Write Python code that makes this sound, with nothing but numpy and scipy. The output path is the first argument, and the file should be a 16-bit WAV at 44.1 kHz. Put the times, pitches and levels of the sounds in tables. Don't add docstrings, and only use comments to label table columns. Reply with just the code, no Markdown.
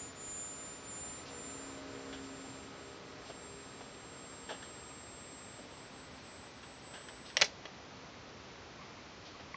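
import sys
import numpy as np
from scipy import signal
from scipy.fft import rfft, irfft, next_fast_len
from scipy.io import wavfile
from scipy.ndimage import map_coordinates

SR = 44100
rng = np.random.default_rng(int(sys.argv[2]) if len(sys.argv) > 2 else 0)


def inscribe(sig):
    pcm = np.round(np.clip(np.atleast_2d(sig).T, -1, 1) * 32767)
    wavfile.write(sys.argv[1], SR, pcm.astype(np.int16))


N = 421596
TIME_S = np.arange(N) / SR

# (frequency [Hz], relative density [dB])
RUSH_SPECTRUM = [(12, -70.5), (20, -36), (45, -5), (70, 3), (235, 1), (265, 1), (294, 1), (406, -1.5),
                 (431, -1), (467, -0.5), (840, -3), (1090, -3.5), (1390, -5.5), (2500, -12), (3250, -42.5),
                 (5500, -120)]
# (frequency [Hz], relative density [dB])
HISS_SPECTRUM = [(800, -25), (1800, 1), (2600, 4), (4500, 2.5), (6000, 0), (6600, -4.5), (7200, -10),
                 (7500, -12.5), (7750, -42.5), (9000, -64)]
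# (frequency [Hz], t60 [s])
ROOM_DECAY = [(300, 0.34), (1500, 0.16), (6000, 0.19)]
# (time [s], pitch [Hz], level [dB])
BLADE_TONE = [(0, 1286, -66), (2, 1280, -65.5), (4, 1273, -68), (5, 1238, -67), (6.5, 1253, -80),
              (9.56, 1261, -76)]
# (frequency [Hz], level [dB])
MOTOR_TONES = [(1965, -75), (2353, -79), (2455, -85.5)]
# (time [s], firing rate [Hz])
FIRING_RATE = [(0, 67.53), (1.2, 68.73), (2.3, 67.24), (4, 67.16), (5.5, 65.3), (9.56, 65.35)]
# (multiple of firing rate, relative level [dB])
EXHAUST_ORDERS = [(5, -15), (6, -6), (7, -8.5), (8, -24), (9, -9.5), (16, -23.5), (21, -20), (22, -16)]
# (time [s], fourth-order level [dB], higher-order gain [dB])
ENGINE_LEVELS = [(0, -62.5, -63.5), (1, -65, -62.5), (1.4, -55.5, -56), (2.05, -52.5, -50),
                 (2.5, -52.5, -59.5), (2.8, -63.5, -55), (3.5, -62, -59), (4.4, -64, -62.5),
                 (7, -67.5, -66.5), (9.56, -78, -68.5)]
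# (time [s], level [dB])
RUB_EVENTS = [(1.25, -47), (2.219, -53), (3.25, -49), (7.25, -46), (9.245, -47.5)]
# (time [s], level [dB], t60 [s])
TAP_EVENTS = [(8.79, -56, 0.72), (8.97, -58, 0.14), (9.346, -47, 0.054), (9.543, -34.5, 0.033)]
# (centre [Hz], half-width [oct], relative level [dB])
TAP_BANDS = [(1096, .1, 0.5), (2134, .12, -4.5)]
# (time [s], thud level [dB], tick level [dB], t60 [s])
KNOCK_EVENTS = [(2.126, -50, -47.5, 0.22), (3.296, -40, -54, 0.09), (3.805, -43, -54, .1),
                (4.489, -43, -45.5, 0.29), (4.503, -41, -46.5, 0.17), (4.623, -60, -49.5, 0.17),
                (5.582, -48.5, -58, .14), (6.63, -58, -49.5, .1), (6.937, -50, -49.5, 0.34),
                (7.085, -53, -43, 0.053), (7.298, -63, -46, .05), (9.394, -52, -55, 0.19)]
# (centre [Hz], half-width [oct], relative level [dB])
THUD_BANDS = [(557, 0.57, -0.5)]
# (centre [Hz], half-width [oct], relative level [dB])
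TICK_BANDS = [(1579.6, 0.22, -1.5), (3110, 0.17, -2), (4650, 0.54, -7)]
# (time [s], level [dB], box ring gain [dB], crack t60 [s], crack tilt [dB/oct])
SWITCH_CONTACTS = [(7.369, -12, -2.5, 0.011, 3.5), (7.3725, -30, 15, .04, -1), (7.4, -38.5, 7, 0.13, -4),
                   (7.4132, -9, -1.5, 0.01, 4), (7.4182, -6.5, 2.5, 0.011, .5),
                   (7.4222, -14.5, -4, 0.03, -3), (7.4437, -32, 0, 0.066, 10), (7.654, -38, 16, .03, -6)]
# (frequency [Hz], relative density [dB])
CRACK_SPECTRUM = [(40, -43), (150, -16), (340, -38), (450, -9), (800, -5.5), (1400, -6.5), (1900, 0),
                  (3300, -1.5), (4500, -2.5), (5900, -3), (6700, -16), (7500, -24), (8100, -47),
                  (8800, -31.5), (10000, -40)]
# (frequency [Hz], relative level [dB], t60 [s])
BOX_MODES = [(185, -18, .08), (425, -5, .06), (545, 0, .05), (580, -1, .04), (618, 1, .05), (830, -7, .05),
             (1130, -9, .04), (1260, -6, .04), (1750, -3, .04), (1992, -1, .04), (2220, -4, .04),
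             (2398, -5, .045), (2590, -6, .04), (2715, -6, .04), (2825, 1, .04), (3070, -4, .04),
             (3358, 4, .035), (3900, -4, .035), (4110, -4, .035), (4280, -6, .035), (4620, -7, .035),
             (5610, -6, .03), (5855, -4, .03)]
# (time [s], depth [dB], half crossing time [s])
NODE_CROSSINGS = [(0.138, -30.5, 0.16), (.817, -14, 0.12), (1.269, -21, 0.13), (1.848, -15.5, .1),
                  (2.72, -12.5, .125), (3.011, -18.5, 0.11), (3.17, -18, .125), (5.677, -17, .075),
                  (5.905, -12, 0.056), (6.105, -17, .06), (6.208, -27, 0.054), (6.53, -27, 0.076),
                  (6.61, -16, .025), (6.806, -18, .05)]
# (time [s], level [dB])
WHINE_LEVEL = [(0, -43.5), (.42, -42.5), (.56, -48.5), (.93, -44), (1.53, -49), (2.05, -62.5), (2.52, -57),
               (3.2, -62), (3.45, -56.5), (3.87, -64.5), (4.25, -58), (5.45, -58), (5.8, -62),
               (6.33, -63.5), (6.7, -65.5), (6.93, -60), (7.36, -71)]


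def amp(db):
    return 10 ** (np.asarray(db) / 20)


def unit(x):
    return x / np.sqrt(np.mean(x ** 2) + 1e-20)


def along(points, hz):
    point_hz, values = np.transpose(points)
    return np.interp(np.log(hz + 1), np.log(point_hz + 1), values)


def curves(rows):
    times_s, *columns = np.transpose(rows)
    return [np.interp(TIME_S, times_s, column) for column in columns]


def wobble(rate_hz):
    knots = rng.standard_normal(int(N * rate_hz / SR) + 4)
    return map_coordinates(knots, [TIME_S * rate_hz])


def phase(hz):
    return 2 * np.pi * np.cumsum(hz) / SR


def filtered(x, gain_db):
    n = x.shape[-1]
    padded = next_fast_len(n + 8192)
    gain = amp(gain_db(np.fft.rfftfreq(padded, 1 / SR)))
    return irfft(rfft(x, padded) * gain, padded)[..., :n]


def noise(spectrum, size):
    return unit(filtered(rng.standard_normal(size), lambda hz: along(spectrum, hz)))


def fade(t, rise_s, t60_s):
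    return (1 - np.exp(-t / rise_s)) * np.exp(-np.log(1000) * t / t60_s)


def add(track, start_s, sound):
    part = track[round(start_s * SR):][:len(sound)]
    part += sound[:len(part)]


def puff(centre_hz, half_width_oct, rise_s, t60_s):
    def resonance_db(hz):
        offset = np.log2((hz + 1) / centre_hz) / half_width_oct
        return -10 * np.log10(1 + offset ** 4)

    t = np.arange(SR // 3) / SR
    excitation = noise([(6000, 1.5), (7200, -15), (7900, -45)], len(t))
    return unit(filtered(excitation, resonance_db)) * fade(t, rise_s, t60_s)


def ring(bands, rise_s, t60_s):
    return sum(amp(db) * puff(hz, half_width_oct, rise_s, t60_s) for hz, half_width_oct, db in bands)


def air(rush_db=-53.5, hiss_db=-58.5, swell_peak_s=1.73, swell_half_s=0.76, wander_db=0.22):
    nearness = 1 / (1 + ((TIME_S - swell_peak_s) / swell_half_s) ** 2)
    rush = amp(rush_db + 2.5 * nearness) * noise(RUSH_SPECTRUM, N)
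    hiss = amp(hiss_db + 2.05 * nearness) * noise(HISS_SPECTRUM, N)
    return amp(wander_db * wobble(4)) * (rush + hiss)


def room(x, delay_s=0.004):
    hz, t, spectra = signal.stft(rng.standard_normal(SR // 2), SR, nperseg=256)
    decay = np.exp(-np.log(1000) * t / along(ROOM_DECAY, hz)[:, None])
    _, tail = signal.istft(spectra * decay, SR, nperseg=256)
    response = np.pad(tail / np.linalg.norm(tail), (round(delay_s * SR), 0))
    return signal.fftconvolve(x, response)[:N]


def fan(drift=0.00512):
    def tone(hz, db):
        return np.sqrt(2) * amp(db) * np.sin(phase(hz * (1 + drift * wobble(40))))

    blades = tone(*curves(BLADE_TONE))
    motor = sum(tone(hz, db) for hz, db in MOTOR_TONES)
    return blades + motor


def engine(order_waver_db=3, boom_waver_db=1.9, drift=0.00288):
    firing_hz, = curves(FIRING_RATE)
    boom_db, orders_db = curves(ENGINE_LEVELS)
    firing_rad = phase(firing_hz * (1 + drift * wobble(9)))
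    boom = amp(boom_db + boom_waver_db * wobble(7)) * np.sin(4 * firing_rad)
    orders = sum(amp(db + order_waver_db * wobble(7.2)) * np.sin(order * firing_rad)
                 for order, db in EXHAUST_ORDERS)
    return np.sqrt(2) * (boom + amp(orders_db) * orders)


def rubs():
    out = np.zeros(N)
    for start_s, db in RUB_EVENTS:
        add(out, start_s, amp(db) * puff(centre_hz=3930, half_width_oct=0.52, rise_s=0.017, t60_s=0.28))
    return out


def taps(rise_s=0.00084):
    out = np.zeros(N)
    for start_s, db, t60_s in TAP_EVENTS:
        add(out, start_s, amp(db) * ring(TAP_BANDS, rise_s, t60_s))
    return out


def knocks(rise_s=0.0022):
    out = np.zeros(N)
    for start_s, thud_db, tick_db, t60_s in KNOCK_EVENTS:
        thud = amp(thud_db) * ring(THUD_BANDS, rise_s, t60_s)
        tick = amp(tick_db) * ring(TICK_BANDS, rise_s, t60_s)
        add(out, start_s, thud + tick)
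    return out


def switch(crack_db=-2, box_db=-21, crack_rise_s=0.00024, box_rise_s=0.0029, scatter_db=1):
    out = np.zeros(N)
    t = np.arange(SR // 3) / SR
    mode_hz, mode_db, mode_t60_s = np.transpose(BOX_MODES)[:, :, None]
    modes = np.sin(2 * np.pi * mode_hz * t) * fade(t, box_rise_s, mode_t60_s)
    for start_s, level_db, ring_db, t60_s, tilt_db_per_oct in SWITCH_CONTACTS:
        spectrum = [(hz, db + tilt_db_per_oct * np.log2(hz)) for hz, db in CRACK_SPECTRUM]
        crack = amp(crack_db) * noise(spectrum, len(t)) * fade(t, crack_rise_s, t60_s)
        mode_gains = amp(mode_db + scatter_db * rng.standard_normal(mode_hz.shape))
        box = amp(box_db + ring_db) * np.sum(mode_gains * modes, axis=0)
        add(out, start_s, amp(level_db) * (crack + box))
    return out


def standing_wave():
    gain = np.ones(N)
    for crossing_s, depth_db, half_s in NODE_CROSSINGS:
        distance = (TIME_S - crossing_s) / half_s
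        gain *= np.hypot(distance, amp(depth_db)) / np.hypot(distance, 1)
    return gain


def ripple(rate_hz=168, lower_db=-18, upper_db=-27, decay_s=1.3):
    rotation = np.exp(2j * np.pi * rate_hz * TIME_S)
    sidebands = amp(lower_db) / rotation + amp(upper_db) * rotation
    return 1 + sidebands * np.exp(-(TIME_S / decay_s) ** 2)


def mirror(tone, pitch_hz, edge_hz=8000, slope_db_per_hz=-0.013):
    gain = amp(slope_db_per_hz * (edge_hz - pitch_hz))
    return gain * tone * np.exp(-2j * np.pi * 2 * edge_hz * TIME_S)


def whine(start_hz=7086, climb_hz_per_s=124.5, ease_hz_per_s2=10.4, off_s=7.415,
          flutter_db=0.5, jitter_rad=0.033):
    pitch_hz = start_hz + climb_hz_per_s * TIME_S - ease_hz_per_s2 * TIME_S ** 2 / 2
    level_db, = curves(WHINE_LEVEL)
    gain = amp(level_db + flutter_db * wobble(60)) * standing_wave()
    running = np.clip((off_s - TIME_S) / 0.003, 0, 1)
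    carrier = np.exp(1j * (phase(pitch_hz) + jitter_rad * wobble(350)))
    tone = running * gain * ripple() * carrier
    return np.sqrt(2) * (tone + mirror(tone, pitch_hz)).real


def scene(room_db=-12):
    snap = switch()
    background = air() + fan() + engine()
    handling = rubs() + taps() + knocks()
    mono = background + handling + snap + amp(room_db) * room(snap) + whine()
    return np.array([mono, mono])


def record(dry, cutoff_hz=9430, slope_db_per_hz=0.05):
    return filtered(dry, lambda hz: -np.clip((hz - cutoff_hz) * slope_db_per_hz, 0, 120))


dry = scene()
out = record(dry)
inscribe(out)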